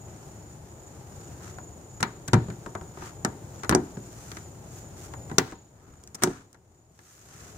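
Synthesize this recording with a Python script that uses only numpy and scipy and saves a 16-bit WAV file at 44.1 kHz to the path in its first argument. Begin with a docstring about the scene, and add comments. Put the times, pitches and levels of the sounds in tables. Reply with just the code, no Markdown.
"""Crickets chirp on a lawn over a distant rumble; then a hand works the metal latches of a
hollow plastic cargo box, the loudest thing in the scene. Each blow is a steel tick, a crack of the
lever, a clack of the shell, a thud of the panels and a boom of the lid, with dull echoes off nearby
walls. Clothes and grass rustle in tiny grains, and the crickets' wing strokes make a high trill."""
import sys
import numpy as np
from scipy import signal
from scipy.fft import rfft, irfft, next_fast_len
from scipy.io import wavfile

SR = 44100
rng = np.random.default_rng(int(sys.argv[2]) if len(sys.argv) > 2 else 0)


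def file_out(sig):
    """Save sig as 16-bit WAV at sys.argv[1]."""
    # one column per channel
    cols = np.atleast_2d(sig).T
    # limit, then scale
    lim = np.clip(cols, -1, 1)
    pcm = np.round(lim * 32767).astype(np.int16)
    wavfile.write(sys.argv[1], SR, pcm)


N = 333875
TIME = np.arange(N) / SR
BLOW_AGE = np.arange(int(.36 * SR)) / SR
BAND_TOP_HZ, HISS_TOP_HZ = 16300, 15600


def latches(metal_db=-1):
    """Every blow rings five parts; the heavier the part, the slower its attack and its first fall."""
    blows = np.array([*snaps(), *hook_ticks(), *knocks(), *lid_jolts()])
    starts, contacts, steel_db, lever_db, shell_db, panel_db, lid_db, steel_tilt, shell_tilt = blows.T
    timing = list(zip(starts, contacts))
    metal = steel_tick(timing, steel_db, steel_tilt) + lever_crack(timing, lever_db)
    box = shell_clack(timing, shell_db, shell_tilt)
    box += panel_thud(timing, panel_db) + lid_boom(timing, lid_db)
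    box += wall_push(starts, shell_db + 13, width_s=.00018)
    box += wall_push(starts, panel_db + 14, width_s=.0006)
    return gain_of(metal_db) * metal + with_echoes(box)


# Latch snaps: start_s, contact_s, level_db, steel_over_shell_db, weight_db, steel_tilt_db_per_octave
LATCH_SNAPS = [(2.0279, 0.0021, -25, -5.5, -8.5, 2), (2.333, 0.00055, -22.5, -1, 0, -5),
               (3.2485, 0.0017, -29, -1.5, 0.5, 1), (3.694, .001, -27, -.5, -5.5, 10.5),
               (3.7112, .0026, -32, -9.5, 2.5, 1), (3.7247, 0.0019, -25.5, -20, -2.5, -7),
               (3.749, 0.0014, -27.5, 2, 9, -3), (5.3826, .0009, -24.5, -3.5, -15.5, -3),
               (5.384, .0015, -25, 5.5, 1, -3.5), (6.2217, .01, -34, -5, -3.5, 10),
               (6.2357, 0.00078, -26.5, 5, 0.5, 5.5)]
def snaps():
    """The lever springs or slams home; the more weight reaches the box, the deeper and duller the hit."""
    for start_s, contact_s, db, steel_db, weight_db, steel_tilt in LATCH_SNAPS:
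        lever_db = -9 + .49 * steel_db - .5 * weight_db
        parts_db = db + np.array([steel_db, lever_db, 0, weight_db + 1, weight_db - 9])
        yield start_s, contact_s, *parts_db, steel_tilt, -.64 * weight_db


# Small ticks of the hook: start_s, contact_s, level_db
HOOK_TICKS = [(2.0071, 0.0011, -43.5), (2.278, 0.0052, -40), (2.3416, 0.00058, -38), (5.513, .0013, -58),
              (6.037, .0025, -55), (6.0747, .0014, -51.5), (6.146, 0.01, -40), (6.529, 0.0024, -59.5)]
def hook_ticks(steel_tilt=5, shell_tilt=2):
    """The loose hook touches its keeper: light steel that hardly stirs the box."""
    for start_s, contact_s, db in HOOK_TICKS:
        parts_db = db + np.array([0, -15, -12, -13, -15])  # steel, lever, shell, panels, lid
        yield start_s, contact_s, *parts_db, steel_tilt, shell_tilt


# Handling knocks: start_s, level_db, hardness_db_per_octave
SHELL_KNOCKS = [(1.585, -45, -3), (2.004, -41, 0), (2.283, -42, 8), (2.501, -48.5, 5), (2.662, -38.5, -7),
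                (2.7517, -36, -5), (2.812, -42.5, -8.5), (2.973, -46, -8), (3.022, -41.5, -8),
                (3.6338, -38, 2.5), (3.646, -41.5, 2), (4.3162, -46, 9), (4.369, -45, 7), (5.137, -43.5, 0),
                (5.297, -49, 3.5), (5.3141, -42.5, -5), (5.523, -41.5, -8.5), (6.545, -58.5, 1.5),
                (6.99, -58, 6)]
def knocks(contact_s=.0028, steel_tilt=3):
    """Thumb and lever knock on the shell; a harder knock is brighter and rattles the latch more."""
    for start_s, db, hardness in SHELL_KNOCKS:
        parts_db = db + np.array([hardness - 12, hardness - 16, 0, -4, -10])
        yield start_s, contact_s, *parts_db, steel_tilt, hardness


# Low bumps of the lid: start_s, level_db, lid_over_panels_db
LID_JOLTS = [(2.004, -37, 9.5), (2.283, -36, 25), (2.333, -16, 11.5), (2.485, -34.5, 7), (3.696, -28, 7),
             (3.971, -38.5, 2), (5.3151, -39, -0.5), (6.274, -38, -8)]
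def lid_jolts(contact_s=.0016, steel_tilt=0, shell_tilt=-2):
    """The lid jumps or settles on its rim as a whole: a boom with little clack and almost no metal."""
    for start_s, db, depth_db in LID_JOLTS:
        parts_db = db - depth_db + np.array([-23, -23, -12, 0, depth_db])
        yield start_s, contact_s, *parts_db, steel_tilt, shell_tilt


# Bright ring of the steel: pitch_hz, level_db, t60_s
STEEL_RING = [(5030, -8, 0.043), (5600, -3, .03), (5870, 9, 0.034), (6400, -9, 0.03), (7950, 1, 0.011),
              (7950, -7.5, 0.039), (8500, -3, 0.024), (8990, 0, 0.026)]
# Its wash of weaker modes: pitch_hz, level_db
STEEL_WASH = [(2500, -21.5), (4000, -15.5), (4800, -1.5), (6200, 4), (8500, -1.5), (10200, -14),
              (15000, -21), (17000, -32)]
def steel_tick(timing, levels_db, tilts):
    """Steel hits steel with an instant attack and a thin, high ring."""
    return struck(timing, levels_db, STEEL_WASH, STEEL_RING, tilts=tilts, modes_db=-6, rise_s=.0001,
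                  decays=[(0, .002), (-12, .039), (-37, .47)])


# Midrange ring of the lever: pitch_hz, level_db, t60_s
LEVER_RING = [(2350, -3.5, 0.098), (2710, -7.5, 0.055), (2840, -4.5, 0.037), (3120, -0.5, 0.026),
              (3480, -5.5, .035), (3740, -9, .035), (4070, -3, .03)]
# Its wash of weaker modes: pitch_hz, level_db
LEVER_WASH = [(1100, -27), (2200, -2.5), (3000, -2), (4200, 0), (5500, -15), (9000, -39.5)]
def lever_crack(timing, levels_db):
    """The lever rings below the steel and gives the blow its bite."""
    return struck(timing, levels_db, LEVER_WASH, LEVER_RING, modes_db=-2.5, rise_s=.0001,
                  decays=[(0, .0053), (-13, .06), (-30.5, .57)])


# Hollow ring of the shell: pitch_hz, level_db, t60_s
SHELL_RING = [(766, 1, 0.19), (926.4, 1.5, 0.25), (1017, -2, .18), (1193, -2.5, 0.13), (1344, -2, 0.088),
              (1454, -2.5, .14), (1705, -5, .15), (1840, -9.5, 0.12), (1976, 3, 0.069)]
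# Its wash of weaker modes: pitch_hz, level_db
SHELL_WASH = [(350, -27.5), (600, -3), (900, 5), (1400, 4), (2000, -2), (2700, -18), (4200, -23),
              (8000, -49.5)]
def shell_clack(timing, levels_db, tilts):
    """The plastic shell answers with a hollow clack."""
    return struck(timing, levels_db, SHELL_WASH, SHELL_RING, tilts=tilts, modes_db=-4, rise_s=.00016,
                  decays=[(0, .04), (-18.5, .12), (-23, .42)])


# Boxy ring of the panels: pitch_hz, level_db, t60_s
PANEL_RING = [(211, -8, 0.25), (264.8, -7, 0.37), (288, 1, 0.19), (312.5, -5.5, 0.18), (356.8, 6, 0.19),
              (419, -6.5, .21), (592, -11.5, 0.24), (660, -9.5, 0.12)]
# Their wash of weaker modes: pitch_hz, level_db
PANEL_WASH = [(100, -26.5), (200, 3.5), (330, 3), (420, 4), (520, -12.5), (750, -10), (1300, -41.5),
              (3000, -66)]
def panel_thud(timing, levels_db):
    """The panels flex and give the blow its body."""
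    return struck(timing, levels_db, PANEL_WASH, PANEL_RING, modes_db=-.5, rise_s=.0014,
                  decays=[(0, .07), (-10, .2), (-18.5, .5)])


# Bass ring of the lid: pitch_hz, level_db, t60_s
LID_RING = [(73.1, -7, 0.28), (117.4, -0.5, 0.36), (136.5, -1.5, 0.2), (175.2, -14, 0.49)]
# Its wash of weaker modes: pitch_hz, level_db
LID_WASH = [(20, -32), (45, -6), (75, -16.5), (130, 3.5), (190, 3), (300, -23), (900, -64), (3000, -84)]
def lid_boom(timing, levels_db):
    """The heavy lid speaks last and carries the low end."""
    return struck(timing, levels_db, LID_WASH, LID_RING, modes_db=6, rise_s=.0025,
                  decays=[(0, .085), (-9.5, .22), (-17.5, .52)])


# Stereo placement of the blows: pitch_hz, left_minus_right_db
BLOW_PAN = [(100, 1.5), (350, 0.5), (900, 3.5), (1600, 7.5), (3300, -1), (6000, 4), (9000, -3), (14000, -1)]
def struck(timing, levels_db, colour, modes, modes_db, rise_s, decays, tilts=0):
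    """One part under all blows: clear modes plus a noise wash that holds through the contact."""
    hz, _, t60 = np.transpose(modes)[:, :, None]
    waves = dying(BLOW_AGE, t60) * np.exp(2j * np.pi * hz * BLOW_AGE)
    # The wash dies as a quick fall, a ring and a faint tail, each a (level_db, t60_s) pair.
    fall = sum(gain_of(db) * dying(BLOW_AGE, t60_s) for db, t60_s in decays)
    attack = 1 - np.exp(-BLOW_AGE / rise_s)
    out = np.zeros((2, N))
    for (start_s, contact_s), db, tilt in zip(timing, levels_db, np.broadcast_to(tilts, len(timing))):
        wash = noise(colour, BLOW_PAN, size=len(BLOW_AGE), tilt=tilt)
        wash *= np.interp(BLOW_AGE - contact_s, BLOW_AGE, fall)
        ring = (mode_shares(modes, tilt) @ waves).imag
        hit = (wash + gain_of(modes_db) * ring) * attack
        onset_rms = np.sqrt(np.mean(hit[:, BLOW_AGE < .03] ** 2))
        add(out, start_s, gain_of(db) * hit / onset_rms)
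    return out


def mode_shares(modes, tilt, scatter_db=2):
    """Each blow lands differently on the modes; high ones reach left and right out of step."""
    hz, db, _ = np.transpose(modes)
    luck, lag = rng.standard_normal((len(modes), 2)).T
    sides = np.array([[.5], [-.5]])
    phase_gap = lag * np.arccos(likeness(hz))
    strength = gain_of(db + scatter_db * luck + tilt * np.log2(hz) + sides * read(BLOW_PAN, hz))
    return strength / np.linalg.norm(strength) * np.exp(1j * sides * phase_gap)


def wall_push(starts, levels_db, width_s):
    """Each blow dents the box wall and lets it go: one swing of air pressure, dead centre."""
    age = BLOW_AGE[BLOW_AGE < .02] / width_s
    swing = -age * (2 - age) * np.exp(-age)
    out = np.zeros((2, N))
    for start_s, db in zip(starts, levels_db):
        add(out, start_s, gain_of(db) * np.array([swing, swing]))
    return out


# Short slapback: delay_s, level_db
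WALL_ECHOES = [(0.0187, -18), (0.0297, -14.5), (.039, -27.5)]
def with_echoes(box, cutoff_hz=900):
    """The sound of the box comes back, dulled, from nearby walls."""
    dull = signal.sosfilt(signal.butter(2, cutoff_hz, fs=SR, output="sos"), box)
    out = box.copy()
    for delay_s, db in WALL_ECHOES:
        add(out, delay_s, gain_of(db) * dull)
    return out


# Fader ride on the near crickets: time_s, level_db
CHIRP_FADER = [(0, -57.5), (1, -58), (1.65, -52), (2.8, -57.5), (4, -56.5), (5.3, -55.5), (5.7, -64.5),
               (6.1, -66.5), (6.6, -73.5), (7.5, -61.5)]
# Shimmer of the far chorus: pitch_hz, level_db
CHORUS_COLOUR = [(3500, -47), (5500, -33.5), (6450, -18), (6800, -1), (7100, 0), (7450, -22), (8100, -30),
                 (8900, -16), (10000, -41)]
def crickets(first_peak_s=.035, every_s=.398, length_s=.2, near_db=-4, chorus_db=-14, trill_db=-13):
    """A near cricket chirps on two close pitches at once, trilling softly in between, over a far chorus."""
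    from_peak_s = (TIME - first_peak_s + every_s / 2) % every_s - every_s / 2
    chirps = (swell(from_peak_s, length_s) + gain_of(trill_db)) * fader(CHIRP_FADER)
    pair = cricket(pitch_hz=7076, strokes_per_s=27.5, sag_hz=90, blur_hz=56)
    pair += cricket(pitch_hz=6830, strokes_per_s=28.3, sag_hz=70, blur_hz=55.3)
    chorus = noise(CHORUS_COLOUR, AMBIENCE_PAN, size=N) * fader(AMBIENCE_FADER)
    return gain_of(near_db) * pair * chirps + gain_of(chorus_db) * chorus


def cricket(pitch_hz, strokes_per_s, sag_hz, blur_hz):
    """Each wing stroke is a short rough whistle that sags in pitch; no two are equally loud."""
    stroke = np.cumsum(strokes_per_s * (1 + .17 * drift(5))) / SR % 1
    cycles = np.cumsum(pitch_hz + sag_hz * (.5 - stroke) + blur_hz * drift(350)) / SR
    force = np.sin(np.pi * stroke) ** 2 * gain_of(2.3 * drift(20))
    stereo_cycles = np.array([cycles, cycles + .18 * drift(2.4)])
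    return unit_rms(force * np.sin(2 * np.pi * stereo_cycles))


# Dry hiss of the rustle: pitch_hz, level_db
RUSTLE_COLOUR = [(500, -25), (1300, 2), (2200, -4.5), (3500, -7), (5000, -3.5), (6300, 5), (7500, 2.5),
                 (9000, -4), (10200, -5.5), (15000, -8.5)]
# Short swells of hiss, rustles and the noisy tails of the two loudest snaps:
# peak_s, length_s, level_db, tilt_db_per_octave
HISS_SWELLS = [(1.47, 0.11, -51, -3.5), (3.051, 0.08, -44, -5), (4.249, 0.31, -50, -1),
               (4.759, 0.087, -50.5, -.5), (5.03, 0.085, -48.5, -1), (5.482, 0.082, -49, -5.5),
               (5.875, 0.18, -45.5, -8.5), (6.298, 0.14, -40.5, -7), (7.161, 0.24, -55, -1),
               (7.42, 0.22, -50.5, -2.5)]
def rustle(grain_db=2, scuff_db=1.17, stir_db=-12, swing_db=1.5):
    """A faint, grainy stir of cloth and grass, with short swells of hiss: rustles and two snap tails."""
    out = noise(RUSTLE_COLOUR, AMBIENCE_PAN, size=N, top_hz=HISS_TOP_HZ, tilt=-2.5)
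    out *= fader(AMBIENCE_FADER) * gain_of(stir_db + swing_db * drift(2.5))
    for peak_s, length_s, db, tilt in HISS_SWELLS:
        near = abs(TIME - peak_s) < .45
        hiss = noise(RUSTLE_COLOUR, AMBIENCE_PAN, size=near.sum(), top_hz=HISS_TOP_HZ, tilt=tilt)
        out[:, near] += gain_of(db) * swell(TIME[near] - peak_s, length_s) * hiss
    grains = gain_of(grain_db * drift(250) + scuff_db * drift(45))
    return out * unit_rms(grains)


# Low bed with a little air on top: pitch_hz, level_db
RUMBLE_COLOUR = [(15, -33), (30, -11.5), (50, -5.5), (108, 2), (180, -6), (266, -12.5), (351, -8),
                 (485, -14), (825, -15), (1110, -23.5), (1700, -32), (3000, -37), (5000, -40), (8800, -34),
                 (10300, -41.5), (16000, -38.5)]
# Fader ride on rumble, stir and chorus, sinking near the end and coming back: time_s, level_db
AMBIENCE_FADER = [(0, -45.5), (.6, -48.5), (1.35, -45.5), (1.9, -48), (3.6, -45.5), (4.45, -47.5),
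                  (5.35, -45), (5.6, -56.5), (6.2, -54.5), (6.5, -60.5), (7.1, -62), (7.5, -48.5)]
# Stereo placement of rumble, rustle and chorus: pitch_hz, left_minus_right_db
AMBIENCE_PAN = [(60, 3), (380, 2), (1200, 3.5), (4400, 0.5), (8000, -1), (15000, -1)]
def distant_rumble(trim_db=2, waver_db=.5):
    """A far-off rumble that wavers a little."""
    bed = noise(RUMBLE_COLOUR, AMBIENCE_PAN, size=N, top_hz=HISS_TOP_HZ)
    return bed * fader(AMBIENCE_FADER) * gain_of(trim_db - waver_db * drift(12))


# Stereo width: pitch_hz, left_right_correlation
STEREO_LIKENESS = [(60, 1), (350, 0.94), (640, 0.53), (1400, -0.01), (3000, -0.06), (6000, -0.11),
                   (15000, 0)]
def likeness(hz):
    """The two microphone ports hear alike in the bass and unrelated in the treble."""
    return np.clip(read(STEREO_LIKENESS, hz), -1, 1)


def noise(colour, pan, size, top_hz=SR / 2, tilt=0):
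    """Coloured stereo noise at unit rms, tilted in dB per octave."""
    length = next_fast_len(size, True)
    hz, grid = np.fft.rfftfreq(length, 1 / SR), np.geomspace(10, SR / 2, 300)
    left, unrelated = rfft(rng.standard_normal((2, length)))
    shared = np.interp(hz, grid, likeness(grid))
    right = shared * left + np.sqrt(1 - shared ** 2) * unrelated
    pan_db = np.outer([.5, -.5], read(pan, grid))
    shapes = gain_of(read(colour, grid) + tilt * np.log2(grid) + pan_db)
    eq = np.array([np.interp(hz, grid, shape) for shape in shapes]) * (hz < top_hz)
    return unit_rms(irfft(eq * [left, right], length)[:, :size])


def drift(per_s):
    """A smooth random wander at unit rms; per_s sets its pace."""
    steps = rng.standard_normal(int(3 * per_s * N / SR) + 2)
    return unit_rms(np.interp(TIME, np.linspace(0, N / SR, len(steps)), steps))


def read(points, hz):
    """Reads a spectrum table on a log-frequency axis."""
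    points_hz, values = np.transpose(points)
    return np.interp(np.log(hz + 1), np.log(points_hz + 1), values)


def fader(curve):
    """A curve in dB as a gain for every sample."""
    return gain_of(np.interp(TIME, *np.transpose(curve)))


def swell(age, length_s):
    """A smooth rise and fall around age zero."""
    return np.exp(-2 * (age / length_s) ** 2)


def dying(age, t60):
    """Falls by 60 dB in t60 seconds."""
    return np.exp(-np.log(1000) * np.clip(age / t60, 0, 10))


def gain_of(db):
    """Decibels to amplitude."""
    return 10 ** (np.asarray(db) / 20)


def unit_rms(x):
    """Scales to an rms of one."""
    return x / np.sqrt(np.mean(x ** 2) + 1e-20)


def add(mix, start_s, sound):
    """Mixes a sound in at a time."""
    part = mix[:, round(start_s * SR):][:, :sound.shape[1]]
    part += sound[:, :part.shape[1]]


def scene():
    """The latches up front, the sounds of the garden behind."""
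    return latches() + crickets() + rustle() + distant_rumble()


def record(dry, low_cut_hz=47):
    """The microphone drops the deepest bass, clips at full scale and loses the very top."""
    low_cut = signal.butter(2, low_cut_hz, "high", fs=SR, output="sos")
    clipped = np.clip(signal.sosfilt(low_cut, dry), -1, 1)
    high_cut = signal.firwin(255, BAND_TOP_HZ, window=("kaiser", 8), fs=SR)
    return signal.oaconvolve(clipped, high_cut[None], "same")


dry = scene()
out = record(dry)
file_out(out)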